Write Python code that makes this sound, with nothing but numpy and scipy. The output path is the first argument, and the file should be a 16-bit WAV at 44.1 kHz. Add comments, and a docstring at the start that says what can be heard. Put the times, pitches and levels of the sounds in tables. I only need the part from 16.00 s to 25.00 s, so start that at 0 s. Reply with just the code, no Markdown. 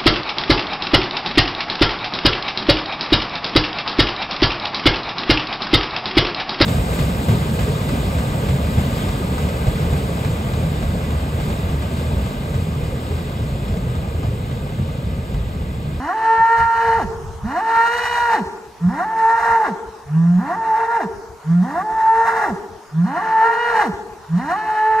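"""A bull bellows seven times in a pasture: deep hum, upward glide, high hoarse hold, quick drop.
Vocal-fold harmonics and rasping air ring through throat and mouth; the glide comes as the mouth opens.
Ground, posts and a wall of tall cane throw the calls back. Wind rumbles on the microphones
over the faint rustle of the field."""
import sys
import numpy as np
from scipy import signal
from scipy.fft import rfft, irfft, next_fast_len
from scipy.io import wavfile
from scipy.ndimage import uniform_filter1d

SR = 44100
rng = np.random.default_rng(int(sys.argv[2]) if len(sys.argv) > 2 else 0)


def log_audio(samples):
    """Write samples as a 16-bit WAV file to the path given in sys.argv[1]."""
    # one column per channel
    frames = np.atleast_2d(samples).T
    # limit to full scale, then quantise
    limited = np.clip(frames, -1, 1)
    pcm = np.round(limited * 32767).astype(np.int16)
    wavfile.write(sys.argv[1], SR, pcm)


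N = 396900  # 9 s


def amp(db):
    return 10 ** (np.asarray(db) / 20)


def unit_rms(x):
    return x / np.sqrt(np.mean(x ** 2) + 1e-20)


def at_hz(points, hz):
    """Interpolates (frequency, value) rows over log frequency."""
    f, value = np.transpose(points)
    return np.interp(np.log(hz + 1), np.log(f + 1), value)


def filtered(x, gain):
    """Applies a real or complex gain(hz)."""
    size = next_fast_len(x.shape[-1] + 4096)
    return irfft(rfft(x, size) * gain(np.fft.rfftfreq(size, 1 / SR)), size)[..., :x.shape[-1]]


def wander(count, cutoff_hz):
    """Low-passed noise, rms 1."""
    return unit_rms(filtered(rng.standard_normal(count), lambda f: 1 / (1 + (f / cutoff_hz) ** 4)))


def wind_db(smooth_s):
    """Wind level: sudden gusts over a slow breeze."""
    # breeze (time [s], level [dB])
    breeze = [(0, -52.5), (.7, -48), (1.1, -33.5), (1.43, -32), (1.73, -53.5), (2.1, -43.5), (2.83, -49.5),
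              (3.03, -51), (6.7, -48), (7.07, -54), (7.87, -50), (9, -52)]
    # gusts (peak time [s], peak level [dB], rise [dB/s])
    gusts = [(.05, -39, 502), (0.401, -34, 292), (.63, -28.5, 199), (1.05, -24, 63), (2.15, -40, 153),
             (2.88, -34, 265), (3.53, -40.5, 57), (4.05, -45, 198), (4.36, -30, 547), (5.16, -39, 82),
             (5.95, -42.5, 146), (6.52, -37, 91), (7.95, -42, 145), (8.95, -41, 145)]
    fall_db_per_s = 212.5
    t = np.arange(N) / SR
    level_db = np.interp(t, *np.transpose(breeze))
    for peak_s, peak_db, rise_db_per_s in gusts:
        below_db = np.where(t < peak_s, rise_db_per_s * (peak_s - t), fall_db_per_s * (t - peak_s))
        level_db = np.maximum(level_db, peak_db - below_db)
    return uniform_filter1d(level_db, round(smooth_s * SR))


def rustle():
    """Leaves and distant air: patchy noise that swells with the wind."""
    # rustle spectrum (frequency [Hz], relative density [dB])
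    spectrum = [(120, -26.5), (250, -8), (450, -11.5), (900, 3.5), (1300, -1), (2000, -12.5), (3500, -18.5),
                (6000, -15.5), (8500, -23), (15500, -33.5)]
    # left-right likeness (frequency [Hz], correlation [-])
    likeness = [(300, 0.32), (1500, 0.74), (4500, 0.35), (7000, 0.49), (12000, 1)]
    frames, hz = N // 256 + 5, np.fft.rfftfreq(1024, 1 / SR)
    left_re, left_im, own_re, own_im, patches = rng.standard_normal((frames, 513, 5)).T
    patch_db = 2.5 * unit_rms(uniform_filter1d(uniform_filter1d(patches, 12, 0), 14, 1))
    corr = np.clip(at_hz(likeness, hz), -1, 1)[:, None]
    left = left_re + 1j * left_im
    right = corr * left + np.sqrt(1 - corr ** 2) * (own_re + 1j * own_im)
    bins = np.array([left, right]) * amp(at_hz(spectrum, hz)[:, None] + patch_db)
    noise = unit_rms(signal.istft(bins, nperseg=1024, noverlap=768)[1][:, :N])
    return noise * amp(-44 + 0.15 * (wind_db(smooth_s=0.47) + 51.5))


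def wind_rumble():
    """Lumpy rumble, partly different at the two microphones; stronger wind reaches higher."""
    # rumble spectrum (frequency [Hz], relative density [dB])
    spectrum = [(10, -39.5), (20, -14.5), (45, -6), (80, -2.5), (130, -11.5), (200, -20.5), (300, -37.5),
                (500, -78.5)]
    common, side = rng.standard_normal((2, N)) * amp(4.3 * wander(N, 18))
    pair = np.array([common + 0.35 * side, common - 0.24 * side])
    rumble = unit_rms(filtered(pair, lambda f: amp(at_hz(spectrum, f))))
    upper = filtered(rumble, lambda f: 1 / (1 + (135 / (f + 1)) ** 8))
    upper *= amp(0.22 * (wind_db(smooth_s=0.99) + 34.5))
    return (rumble + upper) * amp(wind_db(smooth_s=.005))


def field_echoes(x):
    """Single echoes plus a decaying tail of sparse scatter."""
    # echoes off ground, posts and cane (delay [s], gain before colouring [dB])
    echoes = [(.018, -27.5), (.055, -22), (.125, -12), (.2, -17.5), (.31, -22.5)]
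    # tail decay (frequency [Hz], T60 [s])
    t60 = [(150, 0.63), (400, 1.37), (1000, 1), (2500, 0.33), (8000, 0.67)]
    # colour of all reflections (frequency [Hz], gain [dB])
    colour = [(100, -4.5), (200, -12.5), (320, -1.5), (390, 16), (460, 5), (600, -5), (1000, -5.5),
              (2000, -8), (6000, 0.5)]
    taps = np.zeros((2, SR))
    tap_at = np.arange(900, SR - 20, 20) + rng.integers(0, 20, (2, (SR - 901) // 20))
    np.put_along_axis(taps, tap_at, rng.choice([-1., 1.], tap_at.shape), 1)
    taps = np.array([[1, 0.95], [1, 0.075]]) @ taps  # channels partly alike
    hz, t, bins = signal.stft(taps, SR, nperseg=512)
    response = signal.istft(bins * amp(-60 * t / at_hz(t60, hz)[:, None]), SR, nperseg=512)[1]
    response *= amp(-10) / np.linalg.norm(response[0])
    for i, (delay_s, db) in enumerate(echoes):
        lag_samples = 6 * np.array([i % 2, 1 - i % 2])  # sides alternate
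        response[[0, 1], round(delay_s * SR) + lag_samples] += amp(db)
    coloured = filtered(x, lambda f: amp(at_hz(colour, f)))
    return signal.fftconvolve(coloured[None], response, axes=1)[:, :N]


def microphone_ports(x):
    """Mono to stereo: the housing shifts phase and balance with frequency."""
    # phase difference (frequency [Hz], left lead [rad])
    lead = [(100, -0.34), (690, 0.39), (1030, -0.081), (1380, 1.59), (1750, 0.64), (2070, -1.1),
            (2400, 0.9), (3100, 0.55), (4300, -1.74), (5600, 1.7), (7600, 0.36), (12000, .3)]
    # balance (frequency [Hz], left minus right [dB])
    balance = [(100, -0.5), (200, -1.5), (400, -1.5), (700, 0), (1300, -2), (2400, 3), (4400, -3.5),
               (8000, -.5)]
    left_gain = lambda f: amp(at_hz(balance, f) / 2) * np.exp(.5j * at_hz(lead, f))
    return np.array([filtered(x, left_gain), filtered(x, lambda f: 1 / left_gain(f))])


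def tract_gain(hz, lips):
    """Throat and mouth, a long tube: resonances summed in power."""
    # resonances (centre [Hz], width [Hz], gain [dB])
    formants = [(198, 38, -19.5), (445, 24, -18), (715, 55, -4.5), (909, 159, 0), (1156, 118, -4),
                (1401, 63, 1), (1668, 267, -5), (1853, 165, -4), (2048, 39, -6), (2606, 450, -17.5),
                (3044, 210, -12), (4130, 370, -23), (4513, 380, -21), (5800, 1900, -32.5),
                (7590, 3900, -40), (12300, 11000, -50.5)]
    lip_ratio, lip_db = lips
    power = 0
    for centre_hz, width_hz, db in formants:
        if 2200 < centre_hz < 5000:
            centre_hz, db = centre_hz * lip_ratio, db + lip_db
        power += (amp(db) / (1 + (2 * (hz - centre_hz) / width_hz) ** 2)) ** 2
    return np.sqrt(power)


def fold_overtones(hz, cycles, tilt_db_per_oct, rough, lips):
    """Harmonics 2-12 of the fold pulses through the tract; sharper pulses tilt them upward."""
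    hop = 32
    order, pitch_hz = np.arange(2, 13)[:, None], hz[::hop]
    chest = np.clip((430 - pitch_hz) / 60, 0, 1)  # softer pulses below the voice break
    source_db = tilt_db_per_oct[::hop] * np.log2(order / 2) - (1.82 + 1.1 * chest) * order
    weight = tract_gain(order * pitch_hz, lips) * amp(source_db)
    shut = np.clip((230 - pitch_hz) / 40, 0, 1)
    weight *= 1 - 0.87 * shut * np.exp(-((order * pitch_hz - 860) / 73) ** 2)  # shut-mouth notch
    weight = np.repeat(weight / np.linalg.norm(weight, axis=0), hop, 1)[:, :len(hz)]
    shimmer = 1 + (0.11 + 0.17 * rough) * np.array([wander(len(hz), 15) for _ in order])
    partials = np.cos(2 * np.pi * order * cycles + 0.798 * order ** 2)
    return np.sqrt(2) * (weight * shimmer * partials).sum(0)


def air_rasp(cycles, lips):
    """Rushing air, puffed once a fold cycle, through the tract."""
    # air colour against the pulses (frequency [Hz], gain [dB])
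    colour = [(200, 2.5), (700, 5), (1000, 2), (1700, 5), (2800, -1), (4500, 0.5), (8000, -1.5)]
    count = len(cycles)
    puffs = (1 + 0.18 * np.cos(2 * np.pi * cycles)) * amp(1.9 * wander(count, 18))
    air = puffs * rng.standard_normal(count)
    muffle_db = lambda f: 0.54 * lips[1] * np.clip(np.log2(f / 1000 + 1e-9), 0, 1)
    gain = lambda f: tract_gain(f, lips) ** 0.84 * amp(at_hz(colour, f) + muffle_db(f))
    return unit_rms(filtered(air, gain))


def mouth_beam(mouth, t, hz):
    """Treble beams from the mouth, so it swells as the head swings round."""
    # head swing (time [s], treble gain [dB])
    facing = [(0, 1.5), (1, -0.5), (1.75, 2.5), (2.05, 10), (2.4, -1), (3.25, 5), (3.55, -1.5), (5, -1.5),
              (6, 4.5), (6.4, 0.5), (7.4, -3), (7.65, -1), (7.9, 1.5), (8.55, 3.5), (9, -4.5)]
    treble = filtered(mouth, lambda f: 1 / (1 + (3200 / (f + 1)) ** 4))
    hum_lift_db = 9 * np.clip((300 - hz) / 100, 0, 1)
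    treble_db = np.interp(t, *np.transpose(facing)) + hum_lift_db
    return mouth + (amp(treble_db) - 1) * treble


def chest_ring(since_s, hz, start_cycles, hum_db, jaw_s):
    """The chest rings on at the hum's last pitch once the jaw parts."""
    t60_s = .19
    envelope = amp(hum_db - 2 - 60 * since_s / t60_s) * np.minimum(since_s / jaw_s, 1) ** .5
    return np.sqrt(2) * envelope * np.sin(2 * np.pi * (start_cycles + hz * since_s))


def contour(call, hold, jaw_s):
    """Joins hum, glide, hold and drop. Rows: the hold's columns plus tilt [dB/oct]."""
    # shut-mouth leak at start, half swell, full swell, end (overtones [dB], rasp [dB], tilt [dB/oct])
    hum_leak = [(-49, -6.5, -5.5), (-47.5, -4.5, 3), (-40, -10.5, 2.5), (-39, -5, 2.5)]
    # glide (way to the break [0-1], pitch [Hz], fundamental [dB], overtones [dB], rasp [dB],
    # tilt [dB/oct])
    glide = [(0, 239.8, -29, -29, -9, 1.5), (0.381, 292.5, -31, -28, -2, -4.5),
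             (.72, 356.1, -37.5, -17, -11, -4.5), (.93, 395, -56, -23.5, -8, -3)]
    # drop (share of length [-], pitch [Hz], fundamental re thump [dB], overtones [dB], rasp [dB],
    # tilt [dB/oct])
    drop = [(.2, 341.7, -11.5, -21, 2.5, -10.5), (.45, 248, -6, -25, -2.5, -10.5),
            (.72, 190, 1, -40, -9, -15), (1.001, 150, -15.5, -49, -9.5, -2.5)]
    start_s, swell_s, glide_s, from_hz, to_hz, hum_db, drop_s, thump_db, *hold_tilts = call
    break_s, release_s = hold[0][0], hold[-1][0]
    settled_hz = from_hz + .62 * (to_hz - from_hz)
    hum = [(start_s, from_hz, hum_db - 40.5),
           (start_s + swell_s / 2, (from_hz + settled_hz) / 2, hum_db - 11),
           (start_s + swell_s, settled_hz, hum_db),
           (max(glide_s - jaw_s, start_s + swell_s), to_hz, hum_db)]
    rows = [point + leak for point, leak in zip(hum, hum_leak)]
    for share, *rest, tilt in glide:
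        rows.append((glide_s + share * (break_s - glide_s), *rest, tilt + .4 * hold_tilts[0]))
    for time_s, hz, *levels in hold:
        strain = 0.2552 * max(hz - 445, 0)  # strained folds close more sharply
        rows.append((time_s, hz, *levels, np.interp(time_s, (break_s, release_s), hold_tilts) + strain))
    for share, hz, db, *rest in drop:
        rows.append((release_s + share * drop_s, hz, thump_db + db, *rest))
    return rows


def bellow(call, hold, lips):
    """One call: fundamental, overtones, rasp and chest ring. Returns (start sample, signal)."""
    jaw_s, fade_s, flutter_hz = 0.03013, .02, 58.03
    times_s, *columns = np.transpose(contour(call, hold, jaw_s))
    t = np.arange(times_s[0], times_s[-1], 1 / SR)
    hz, fundamental_db, mouth_db, rasp_db, tilt_db_per_oct = (np.interp(t, times_s, c) for c in columns)
    rough = amp(rasp_db) / np.sqrt(1 + amp(2 * rasp_db))
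    cycles = np.cumsum(hz * (1 + .0015 * wander(len(t), 15))) / SR
    slip = np.cumsum(hz * .009 * rough ** 2 * wander(len(t), 70)) / SR  # hoarse folds lose their beat
    overtones = fold_overtones(hz, cycles + slip, tilt_db_per_oct, rough, lips)
    rasp = air_rasp(cycles + slip, lips)
    flaps = np.cumsum(flutter_hz * (1 + 0.2 * wander(len(t), 12))) / SR
    flutter = 1 + rough ** 2 * np.cos(2 * np.pi * flaps)  # slack tissue beating
    mouth = amp(mouth_db) * (np.sqrt(1 - rough ** 2) * overtones * flutter + rough * rasp)
    low_tone = np.sin(2 * np.pi * cycles) + amp(-36.5) * np.sin(4 * np.pi * cycles)
    voice = mouth_beam(mouth, t, hz) + np.sqrt(2) * amp(fundamental_db) * low_tone
    hum_end = np.searchsorted(t, times_s[3])
    since_s = np.maximum(t - t[hum_end], 0)
    voice += chest_ring(since_s, hz[hum_end], cycles[hum_end], fundamental_db[hum_end], jaw_s)
    fade = np.clip(np.minimum(t - times_s[0], times_s[-1] - t) / fade_s, 0, 1)
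    return round(times_s[0] * SR), voice * fade


def bull():
    """Seven bellows, mono."""
    # calls (start [s], swell [s], glide start [s], hum from [Hz], hum to [Hz], hum [dB], drop length [s],
    # thump ending the drop [dB], tilt at hold start [dB/oct], tilt at hold end [dB/oct])
    calls = [(-.1, 0.052, 0.0, 159.4, 178.8, -22.5, 0.098, -24.5, -3, -9.5),
             (1.42, 0.031, 1.48, 197.5, 208.6, -22, 0.1, -21.5, -4, -8.5),
             (2.79, 0.06, 2.91, 161.3, 181.3, -12, .115, -24, -6, -12),
             (4.05, .12, 4.415, 132.8, 180.9, -12, 0.1, -24, -9.5, -19.5),
             (5.43, 0.0803, 5.65, 145.9, 180.9, -12, .115, -22, -11.5, -7.5),
             (6.9, 0.089, 7.075, 142.7, 179.4, -13, .11, -21, -5.5, -2),
             (8.27, 0.072, 8.4, 149.8, 177.9, -13.5, 0.12, -24, 0, -4.5)]
    # high hold per call, voice break to drop
    # (time [s], pitch [Hz], fundamental [dB], overtones with rasp [dB], rasp re overtones [dB])
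    holds = [
        [(.14, 437.4, -38, -25, -9.5), (.22, 445.6, -36, -18.5, -11.5), (.3, 450.2, -32.5, -13.5, -14.5),
         (.42, 452.8, -41, -12.5, -18.5), (.53, 458.7, -28.5, -12.5, -14), (.72, 458.5, -39.5, -16.5, -13.5),
         (.88, 457.8, -22.5, -16.5, -7.5), (.95, 454, -29.5, -17, -5), (.985, 455, -25, -18, -3)],
        [(1.615, 445, -39.5, -23, -12), (1.7, 453.4, -37.5, -18, -10), (1.79, 458.2, -32, -11.5, -13.5),
         (1.88, 465.3, -32.5, -16, -7.5), (1.96, 480.3, -26.5, -22, -2.5), (2.05, 485.5, -43, -23.5, 2),
         (2.22, 476.7, -32, -18, -5.5), (2.29, 467.6, -32.5, -17.5, -4.5), (2.35, 440, -30.5, -15.5, -4.5)],
        [(3.053, 434.6, -48, -24, -13.5), (3.15, 447.2, -37.5, -19.5, -12.5), (3.26, 448.4, -39.5, -11.5, -15),
         (3.37, 460.8, -31.5, -15.5, -10.5), (3.4, 460, -39.5, -21.5, -2), (3.48, 460, -26.5, -15.5, -4),
         (3.56, 457.9, -29, -15.5, -8), (3.64, 428.7, -34, -17.5, -3.5)],
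        [(4.563, 451.6, -41.5, -26, -15.5), (4.65, 449, -42.5, -19.5, -10.5), (4.75, 437, -32.5, -14.5, -16),
         (4.775, 456.6, -32.5, -19.5, -2.5), (4.86, 453.7, -30, -19, -8.5), (4.92, 470, -33.5, -19.5, -6.5),
         (4.975, 455.3, -26, -17.5, -6.5), (4.99, 420, -31.5, -24, -3.5)],
        [(5.835, 428, -40, -27, -16.5), (5.95, 444.7, -40, -20.5, -13), (6.03, 441.6, -41, -16, -12.5),
         (6.1, 449.5, -37.5, -12, -17.5), (6.22, 454.6, -24.5, -15.5, -8.5), (6.3, 459, -45, -17.5, -2.5),
         (6.38, 447.4, -41, -18, 0), (6.45, 412, -33.5, -17.5, -1.5)],
        [(7.22, 441.7, -36.5, -23.5, -5), (7.32, 444.6, -34.5, -16.5, -10.5),
         (7.43, 444.6, -27.5, -11.5, -12.5), (7.45, 459, -31, -15, -9), (7.54, 463.2, -34, -18, -3),
         (7.62, 478.5, -29.5, -20, -7), (7.7, 471.6, -27.5, -17, -2.5), (7.76, 444.8, -33.5, -16.5, -3.5),
         (7.82, 412, -34, -14.5, -2)],
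        [(8.57, 429, -47, -23.5, -12), (8.66, 435.5, -43.5, -23.5, -7), (8.78, 429.7, -38, -17, -12),
         (8.9, 438, -28, -15.5, -16), (9.02, 436.7, -26, -14.5, -11.5)],
    ]
    # stretched neck and pushed-out lips per call, on resonances at 2.2-5 kHz (ratio [-], gain [dB])
    lip_shapes = [(0.955, -2), (0.938, -2), (0.917, -7), (0.903, -6), (0.9, -9), (0.945, -3.1),
                  (0.94, -2.5)]
    track = np.zeros(N)
    for call, hold, lips in zip(calls, holds, lip_shapes):
        start, voice = bellow(call, hold, lips)
        track[max(start, 0):start + len(voice)] += voice[max(-start, 0):N - start]
    return track


def scene():
    """Bull, echoes, rustle and wind, stereo."""
    voice = bull()
    return microphone_ports(voice) + field_echoes(voice) + rustle() + wind_rumble()


def record(dry):
    """Recorder band limit."""
    cutoff_hz = 15580
    lowpass = signal.firwin(1023, cutoff_hz, window=("kaiser", 10), fs=SR)
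    return signal.oaconvolve(dry, lowpass[None], "same")


dry = scene()
out = record(dry)
log_audio(out)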